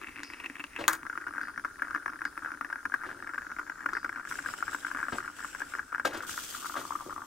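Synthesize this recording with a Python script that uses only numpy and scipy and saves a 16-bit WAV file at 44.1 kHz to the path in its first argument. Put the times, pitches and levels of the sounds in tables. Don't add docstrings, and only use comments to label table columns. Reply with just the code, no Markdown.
import sys
import numpy as np
from scipy import signal
from scipy.fft import rfft, irfft, next_fast_len
from scipy.io import wavfile
from scipy.ndimage import uniform_filter1d, map_coordinates

SR = 44100
rng = np.random.default_rng(int(sys.argv[2]) if len(sys.argv) > 2 else 0)


def wav_record(signal):
    frames = np.transpose(np.atleast_2d(signal))
    bounded = np.clip(frames, -1, 1)
    quanta = np.round(bounded * 32767).astype(np.int16)
    wavfile.write(sys.argv[1], SR, quanta)


N = 320166
TIME = np.arange(N) / SR

# time of the swell's peak in seconds, level in dB.
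LARGE_POPS = [(0.015, -31), (0.045, -34), (0.072, -35.5), (0.0854, -33), (0.093, -33.5), (0.12, -40.5),
              (0.16, -36), (0.166, -32.5), (0.1937, -35), (0.2038, -33), (0.2335, -25), (0.302, -31),
              (0.336, -27.5), (0.401, -27), (0.4429, -29.5), (0.4604, -24.5), (0.4996, -28.5),
              (0.556, -30.5), (0.597, -26.5), (0.6033, -29.5), (0.641, -22.5), (0.7634, -25.5),
              (0.841, -25.5), (1.032, -26), (1.067, -25), (1.099, -26), (1.1294, -31), (1.156, -32.5),
              (1.177, -22), (1.214, -27.5), (1.269, -25), (1.2839, -25), (1.3381, -29.5), (1.36, -31),
              (1.3824, -24.5), (1.4141, -22), (1.4333, -23), (1.484, -27), (1.578, -22), (1.5966, -28.5),
              (1.6493, -20), (1.7969, -31.5), (1.822, -19), (1.8497, -35), (1.883, -28.5), (1.909, -24.5),
              (1.9486, -19), (1.9612, -23), (2.0617, -20.5), (2.0806, -23), (2.1007, -27), (2.135, -29),
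              (2.219, -22), (2.254, -19), (2.3775, -20.5), (2.4486, -26), (2.4605, -26), (2.4849, -31),
              (2.506, -33), (2.519, -25), (2.548, -30), (2.612, -22), (2.648, -22), (2.7023, -28),
              (2.7285, -22.5), (2.758, -25.5), (2.8553, -20), (2.9223, -27), (2.9415, -16.5),
              (3.037, -27.5), (3.047, -29.5), (3.094, -28.5), (3.1144, -31), (3.226, -29.5), (3.274, -25),
              (3.293, -28.5), (3.3368, -28), (3.3454, -26), (3.3815, -23.5), (3.4201, -29.5),
              (3.468, -28.5), (3.5169, -26.5), (3.566, -27.5), (3.5871, -25.5), (3.595, -22), (3.676, -32),
              (3.6986, -22), (3.8073, -30), (3.8613, -17.5), (3.8906, -22.5), (3.9332, -22), (3.9525, -23),
              (3.97, -21), (4.0466, -17.5), (4.094, -22), (4.1286, -26.5), (4.1605, -26.5), (4.198, -26.5),
              (4.2528, -28), (4.3133, -24), (4.324, -22), (4.3559, -27.5), (4.3889, -20.5), (4.4492, -27.5),
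              (4.4619, -24.5), (4.4884, -23), (4.539, -25), (4.605, -27), (4.627, -18.5), (4.6813, -23),
              (4.7317, -26.5), (4.7479, -22), (4.849, -22.5), (4.868, -25), (4.915, -24), (4.949, -22.5),
              (4.9728, -25.5), (4.9913, -24.5), (5.003, -25.5), (5.015, -29), (5.0309, -25.5),
              (5.041, -29.5), (5.053, -31), (5.085, -21.5), (5.1852, -23.5), (5.2048, -26), (5.2463, -33),
              (5.265, -37), (5.279, -27.5), (5.405, -30.5), (5.4473, -24), (5.5494, -25.5), (5.605, -26.5),
              (5.6199, -22.5), (5.7386, -25), (5.752, -23), (5.786, -27), (5.795, -24.5), (5.928, -26),
              (5.9484, -21.5), (5.9585, -27), (5.9819, -26), (5.9983, -20.5), (6.132, -28), (6.1486, -28.5),
              (6.206, -28.5), (6.2355, -29), (6.294, -27.5), (6.378, -21), (6.527, -34), (6.5499, -30),
              (6.6466, -26.5), (6.6584, -25), (6.6982, -26.5), (6.743, -27.5), (6.756, -25.5),
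              (6.771, -19.5), (6.816, -30.5), (6.853, -27.5), (6.9081, -21.5), (6.9234, -25.5),
              (6.9551, -21.5), (7.0085, -28), (7.097, -28), (7.108, -29.5), (7.127, -26.5), (7.1634, -27),
              (7.1802, -27.5), (7.2194, -28.5)]
# frequency in Hz, relative density in dB per Hz.
OPEN_POT_COLOUR = [(100, -38), (500, -14.5), (750, -14.5), (1000, -2.5), (1400, -0.5), (2000, 2),
                   (2750, -1), (3000, -12.5), (4300, -23.5), (15000, -32.5)]
# frequency in Hz, relative density in dB per Hz.
SHUT_POT_COLOUR = [(100, -46), (400, -25), (750, -21.5), (1000, -10), (1550, -7.5), (2200, -16.5),
                   (3200, -37), (4400, -48.5), (4800, -36.5), (5500, -31.5), (6600, -42.5), (8400, -47),
                   (9300, -33.5), (11500, -51), (13300, -39), (15700, -47.5)]
# frequency in Hz, width in Hz, gain in dB.
MOUTH_MODES = [(2670, 98, -1)]
# start in seconds, relative level in dB.
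LID_LANDINGS = [(0.8803, 1.5), (0.9279, -21), (0.9323, -11), (0.9516, -25)]
# frequency in Hz, relative level in dB, t60 in seconds.
STEEL_MODES = [(4560, -1, 0.025), (6940, 9, 0.012), (8060, -5, 0.025)]
# frequency in Hz, relative level in dB, t60 in seconds.
BODY_MODES = [(323.9, -0.5, 0.4), (1316, 17, 0.041), (1597, 14, 0.1)]
# start in seconds, relative level in dB, t60 in seconds,
# dullness in dB per octave, attack time constant in seconds.
CONTACTS = [(0.786, -24.5, 0.285, -12.5, 0.0061), (3.05, -36, 0.55, -12, 0.016),
            (5.123, -23, 0.17, -14, 0.00057), (6.049, -14.5, 0.16, -9.5, 0.0023),
            (6.126, -25, 0.319, -10, 0.0096), (6.761, -21.5, 0.2, -11, 0.0037),
            (7.054, -21.5, 0.133, -48, 0.0167)]
# frequency in Hz, relative density in dB per Hz.
RUMBLE_COLOUR = [(30, -4), (90, 3), (200, -0.5), (380, 12.5), (600, -48.5)]
# start in seconds, level in dB, frequency in Hz, t60 in seconds.
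WORKTOP_THUDS = [(5.1289, -29.5, 247.4, 0.049)]
# start in seconds, level in dB, centre in Hz, t60 in seconds.
STEAM_SPITS = [(0.2334, -51, 5065, 0.514), (1.414, -59.5, 4740, 0.56), (2.252, -53, 4860, 0.17),
               (3.934, -55, 4930, 0.58)]
# start in seconds, level in dB, hold in seconds, release in seconds per 15 dB.
STEAM_PUFFS = [(4.221, -46, 0.26, 1.2), (5.074, -56, 0.13, 0.02), (5.312, -52.5, 0.45, 0.05),
               (6.132, -48, .008, 0.01), (6.171, -46, .006, 0.01), (6.221, -47, .02, 0.03),
               (6.265, -42.5, 0.42, 0.58)]
# frequency in Hz, relative density in dB per Hz.
UPRIGHT_COLOUR = [(1500, 1.5), (2800, 3), (4400, -4.5), (5300, 2.5), (6400, -1), (7800, 7), (9200, -4),
                  (13000, -9), (16000, -12)]
# frequency in Hz, relative density in dB per Hz.
TIPPED_COLOUR = [(1500, -8), (2500, -4.5), (2900, -2.5), (3400, 1.5), (3800, -5), (5000, -3), (6400, 0),
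                 (8900, -1), (10700, -11), (13100, -4), (15700, -10)]
# frequency in Hz, relative density in dB per Hz.
FLAME_COLOUR = [(20, -14), (45, -9), (190, -17.5), (290, -7), (445, -15.5), (740, -21), (1550, -18),
                (1900, -23.5), (3000, -29), (4300, -28.5), (5200, -24), (10300, -29), (11500, -33),
                (15700, -35)]
# time in seconds, centre in Hz.
GLINT_PATH = [(0, 9500), (3.05, 9400), (3.5, 6600), (4.1, 8000)]
# frequency in Hz, left-right correlation (1 = alike).
LIKENESS = [(60, 1), (250, 0.935), (550, 0.069), (1500, 0.745), (5000, 0.052), (15000, 0.059)]
# frequency in Hz, left minus right in dB.
PORT_LEAN = [(150, -2.5), (330, -0.5), (950, 7), (2400, 3), (6000, 3), (9000, 1.5), (13000, 1.5)]
# frequency in Hz, lead of the left in radians.
PORT_LEAD = [(250, -0.19), (650, -1.13), (900, -1.09), (2500, 1.26), (4500, -1.27), (9000, 1.67)]
# frequency in Hz, t60 in seconds.
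CABIN_T60 = [(200, 0.169), (1500, 0.039), (10000, 0.058)]

SHUT_S = .88
TIP_FROM_S, TIP_TAKES_S = 6.314, 0.57
OPEN_HZ, SHUT_HZ, TIPPED_HZ = 2066, 1470, 1174.2
OPEN_DB, SHUT_DB, TIPPED_DB = -52.5, -47.5, -50.5
TIPPED_SPRAY_DB = -7
CHIRP_PER_S, OPEN_RISE_RATIO = 25, .55
CRACK_DB, CRACK_TAU_S = 6, 0.00022
FIZZ_DB, FIZZ_T60_S = -14, .04
SIMMER_OPEN_DB, SIMMER_SHUT_DB, SIMMER_WIDTH_HZ = -57, -55.5, 153
RUMBLE_DB, RUMBLE_T60_S = -49, 0.68
SPURTS_FROM_S = 6.1
PUFF_ATTACK_S, SPURT_ATTACK_S, PUFF_SAG_DB_PER_S = 0.0755, 0.00277, 6.5
FLAME_DB, GLINT_DB = -57, -68
TOP_HZ = 15780


def amp(db):
    return 10 ** (np.asarray(db) / 20)


def unit(x):
    return x / np.sqrt(np.mean(x ** 2) + 1e-20)


def along(points, hz):
    f, value = np.transpose(points)
    return np.interp(np.log(hz + 1), np.log(f + 1), value)


def wobble(rate_hz):
    knots = rng.standard_normal(int(N * rate_hz / SR) + 4)
    return map_coordinates(knots, [TIME * rate_hz])


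def filtered(x, response):
    m = next_fast_len(N + SR // 2)
    return irfft(rfft(x, m) * response(np.fft.rfftfreq(m, 1 / SR)), m)[..., :N]


def coloured(x, spectrum):
    cepstrum = irfft(np.log(amp(along(spectrum, np.fft.rfftfreq(2048, 1 / SR))) + 1e-6))
    cepstrum[1:1024] *= 2
    cepstrum[1025:] = 0
    pulse = irfft(np.exp(rfft(cepstrum)))
    return signal.fftconvolve(x, pulse / np.linalg.norm(pulse))[:N]


def place(start_s, shapes):
    at = np.round(np.asarray(start_s) * SR).astype(int)[:, None] + np.arange(shapes.shape[1])
    return np.bincount(np.clip(at, 0, N).ravel(), shapes.ravel(), N + 1)[:N]


def rush(spectrum, patchy_db):
    z = signal.stft(rng.standard_normal((2, N)), nperseg=512)[2]
    field = uniform_filter1d(rng.standard_normal(z.shape[1:]), size=6, axis=0)
    field = uniform_filter1d(field, size=10, axis=1)
    pair = signal.istft(z * amp(patchy_db * unit(field)), nperseg=512)[1][:, :N]

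    def mid_side(hz):
        turn = np.arccos(np.clip(along(LIKENESS, hz), -1, 1)) / 2
        return amp(along(spectrum, hz)) * [np.cos(turn), np.sin(turn)]

    mid, side = filtered(pair, mid_side)
    return unit(np.array([mid + side, mid - side]))


def states(lid_open, lid_shut, tipped):
    lean = np.clip((TIME - TIP_FROM_S) / TIP_TAKES_S, 0, 1)
    return np.where(TIME < SHUT_S, lid_open, lid_shut + lean * (tipped - lid_shut))


def ringing(modes, t):
    return sum(amp(db + rng.normal(0, 0.25) - 60 * t / t60_s) * np.sin(2 * np.pi * hz * t)
               for hz, db, t60_s in modes)


def gurgle():
    level_db = states(OPEN_DB, SHUT_DB, TIPPED_DB)
    note_hz = states(OPEN_HZ, SHUT_HZ, TIPPED_HZ)
    s, db = np.transpose(LARGE_POPS)
    hz = np.interp(s, TIME, note_hz) * np.exp(.06 * rng.standard_normal(len(s)))
    large = bubbles(s, db, hz, rise_s=.0012 * amp(.25 * (db[:, None] + 25)), spray_db=-11)

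    luck = rng.random((len(s), 2, 3))
    late_s = s[:, None] + 0.002913 - .007 * np.log(1 - luck[..., 0])
    weaker_db = db[:, None] - 5 - 8 * luck[..., 1] - 14 * rng.random((len(s), 1))
    train_hz = hz[:, None] * np.exp(0.41 * (luck[..., 2] - .5))
    train = bubbles(late_s.ravel(), weaker_db.ravel(), train_hz.ravel(), rise_s=0.000922, spray_db=-11.5)

    crowd = uniform_filter1d(place(s, np.ones((len(s), 1))), size=2400)
    crowd = uniform_filter1d(crowd, size=1200)
    luck = rng.random((900, 3))
    at = (luck[:, 0] * N).astype(int)
    size_db = 12 * luck[:, 1] ** 2 + 8 * np.log10(.1 + np.abs(crowd[at]) / crowd.mean())
    small_hz = note_hz[at] * np.exp(.3 * (luck[:, 2] - .5))
    small = bubbles(at / SR, size_db, small_hz, rise_s=.0009, spray_db=-15)
    return large + train + amp(level_db) * unit(small)


def bubbles(s, db, hz, rise_s, spray_db):
    t = np.arange(SR // 12) / SR
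    luck = rng.standard_normal((len(s), 3))
    is_open = (s < SHUT_S)[:, None]
    rise = rise_s * amp(2 * luck[:, :1]) * np.where(is_open, OPEN_RISE_RATIO, 1)
    swell = t / rise * np.exp(1 - t / rise)
    cycles = hz[:, None] * t * (1 + CHIRP_PER_S * (t / 2 - rise))
    ring = swell * np.sin(2 * np.pi * cycles) * amp(np.where(is_open, -12, -2))

    fizz = is_open * amp(FIZZ_DB - 60 * t / FIZZ_T60_S)
    crack = amp(CRACK_DB - 60 * t / (CRACK_TAU_S * np.log(1000)))
    shape = swell + fizz + crack
    burst = shape * rng.standard_normal((len(s), len(t)))
    burst *= np.linalg.norm(shape, axis=1, keepdims=True) / np.linalg.norm(burst, axis=1, keepdims=True)

    thump_hz = 305 * amp(1.3 * luck[:, 1:2])
    thump = amp(3 * luck[:, 2:] + 5 * is_open - 60 * t / 0.05625) * np.sin(2 * np.pi * thump_hz * t)
    thump *= 1 - np.exp(-t / 0.0012)

    gain, start_s = amp(db)[:, None], s - rise[:, 0]
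    spray = chamber_spray(place(start_s, gain * burst), spray_db)
    return place(start_s, gain * ring) + spray + amp(-22.5) * place(start_s, gain * thump)


def chamber_spray(burst, shut_db):
    def mouth(f):
        return 1 + sum(amp(db) * 1j * f * width / (centre ** 2 - f ** 2 + 1j * f * width)
                       for centre, width, db in MOUTH_MODES)

    open_spray = filtered(coloured(burst * (TIME < SHUT_S), OPEN_POT_COLOUR), mouth)
    shut_burst = burst * (TIME >= SHUT_S) * amp(states(0, 0, TIPPED_SPRAY_DB))
    return amp(-7.5) * open_spray + amp(shut_db) * coloured(shut_burst, SHUT_POT_COLOUR)


def simmer():
    hz, t, z = signal.stft(rng.standard_normal(N), SR, nperseg=512)
    centre_hz = np.interp(t, TIME, states(SHUT_HZ, SHUT_HZ, TIPPED_HZ))
    band = z / (1 + ((hz[:, None] - centre_hz) / SIMMER_WIDTH_HZ) ** 2)
    hum = signal.istft(band, SR, nperseg=512)[1][:N]
    broad = coloured(rng.standard_normal(N), OPEN_POT_COLOUR)
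    boil = np.where(TIME < SHUT_S, amp(SIMMER_OPEN_DB) * broad, amp(SIMMER_SHUT_DB) * unit(hum))
    return amp(2.95 * wobble(21)) * boil


def lid():
    t = np.arange(SR // 3) / SR

    def noise(fast, slow):
        decay = fast * amp(-60 * t / 0.00653) + slow * amp(-60 * t / 0.1384)
        return decay * rng.standard_normal(len(t))

    s = [start_s for start_s, db in LID_LANDINGS]
    gain = [amp(db) for start_s, db in LID_LANDINGS]
    rim = place(s, np.array([g * (0.058 * ringing(STEEL_MODES, t) + noise(0.281, 0.0283)) for g in gain]))
    rim = filtered(rim, lambda f: 1j * f / (2200 + 1j * f))
    boom = coloured(place(s, np.array([g * noise(0.052, 0.068) for g in gain])), SHUT_POT_COLOUR)
    body = place(s, np.array([g * 0.0073 * ringing(BODY_MODES, t) for g in gain]))
    return rim + boom + body


def bumps():
    out, t = 0, np.arange(SR // 2) / SR
    for s, db, t60_s, dull_db, attack_s in CONTACTS:
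        def dull(f):
            return amp(dull_db * np.log2(1 + f / 1500)) / (1 + (300 / (f + 1)) ** 4)

        scuff = unit(filtered(rng.standard_normal(len(t)), dull)[:len(t)])
        scuff = scuff * 0.3 * amp(2.1 * wobble(139.0)[:len(t)])
        ring = amp(dull_db / 2 - 14) * ringing(BODY_MODES, t)
        hit = (scuff + ring) * amp(db - 60 * t / t60_s) * (1 - np.exp(-t / attack_s))
        shake = coloured(rng.standard_normal(len(t)), RUMBLE_COLOUR)[:len(t)]
        shake = shake * amp(RUMBLE_DB - 60 * t / RUMBLE_T60_S) * (1 - np.exp(-t / 0.0081))
        out = out + place([s], (hit + shake)[None])
    return out


def thuds():
    s, db, hz, t60_s = np.transpose(WORKTOP_THUDS)[:, :, None]
    t = np.arange(SR // 3) / SR
    return place(s[:, 0], amp(db - 60 * t / t60_s) * np.sin(2 * np.pi * hz * t))


def spits():
    out = 0
    for s, db, hz, t60_s in STEAM_SPITS:
        noise, age = rng.standard_normal(N), np.clip(TIME - s, 0, None)
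        narrow = unit(filtered(noise, lambda f: 1 / (1 + ((f - hz) / 380) ** 2)))
        broad = unit(filtered(noise, lambda f: 1 / (1 + ((f - hz) / 2500) ** 2)))
        hiss = narrow * amp(-60 * age / t60_s) * (1 - np.exp(-age / 0.0038))
        tick = 5 * broad * (age > 0) * np.exp(-age / 0.0014)
        out = out + amp(db) * (hiss + tick)
    return out


def steam():
    crackle = amp(1.8 * wobble(40) + 1.85 * wobble(300))
    upright, tipped = rush(UPRIGHT_COLOUR, patchy_db=2.2), rush(TIPPED_COLOUR, patchy_db=1.6)
    return puffs() * crackle * np.where(TIME < SPURTS_FROM_S, upright, tipped)


def puffs():
    out = 0
    for s, db, hold_s, release_s in STEAM_PUFFS:
        age = np.clip(TIME - s, 0, None)
        sag_db = PUFF_SAG_DB_PER_S * np.minimum(age, hold_s)
        fall_db = sag_db + 15 * np.clip(age - hold_s, 0, None) / release_s
        attack_s = PUFF_ATTACK_S if s < SPURTS_FROM_S else SPURT_ATTACK_S
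        out = out + np.clip(age / attack_s, 0, 1) ** 2 * amp(db - fall_db)
    return out


def flame():
    hz, t, z = signal.stft(rng.standard_normal((2, N)), SR, nperseg=512)
    centre_hz = np.interp(t, *np.transpose(GLINT_PATH))
    band = z / (1 + ((hz[:, None] - centre_hz) / 500) ** 2)
    glint = signal.istft(band, SR, nperseg=512)[1][:, :N]
    burner = rush(FLAME_COLOUR, patchy_db=1.8)
    return amp(FLAME_DB + .7 * wobble(6)) * burner + amp(GLINT_DB) * unit(glint)


def cabin(x):
    hz, t, z = signal.stft(rng.standard_normal((2, SR // 3)), SR, nperseg=256)
    z[1] = np.where(hz[:, None] < 400, z[0], z[1])
    tail = signal.istft(z * amp(-60 * t / along(CABIN_T60, hz)[:, None]), SR, nperseg=256)[1]
    delayed = np.pad(x, (130, 0))[None]
    return signal.fftconvolve(delayed, tail / np.linalg.norm(tail[0]), axes=1)[:, :N]


def ports(x):
    half = np.array([[.5], [-.5]])
    return filtered(x, lambda hz: amp(half * along(PORT_LEAN, hz)) * np.exp(1j * half * along(PORT_LEAD, hz)))


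def scene():
    pot = gurgle() + simmer() + lid() + bumps() + thuds() + spits()
    return ports(pot) + amp(-9.5) * cabin(pot) + steam() * amp([[1], [-1]]) + flame()


def record(dry):
    return filtered(dry, lambda hz: hz < TOP_HZ)


dry = scene()
out = record(dry)
wav_record(out)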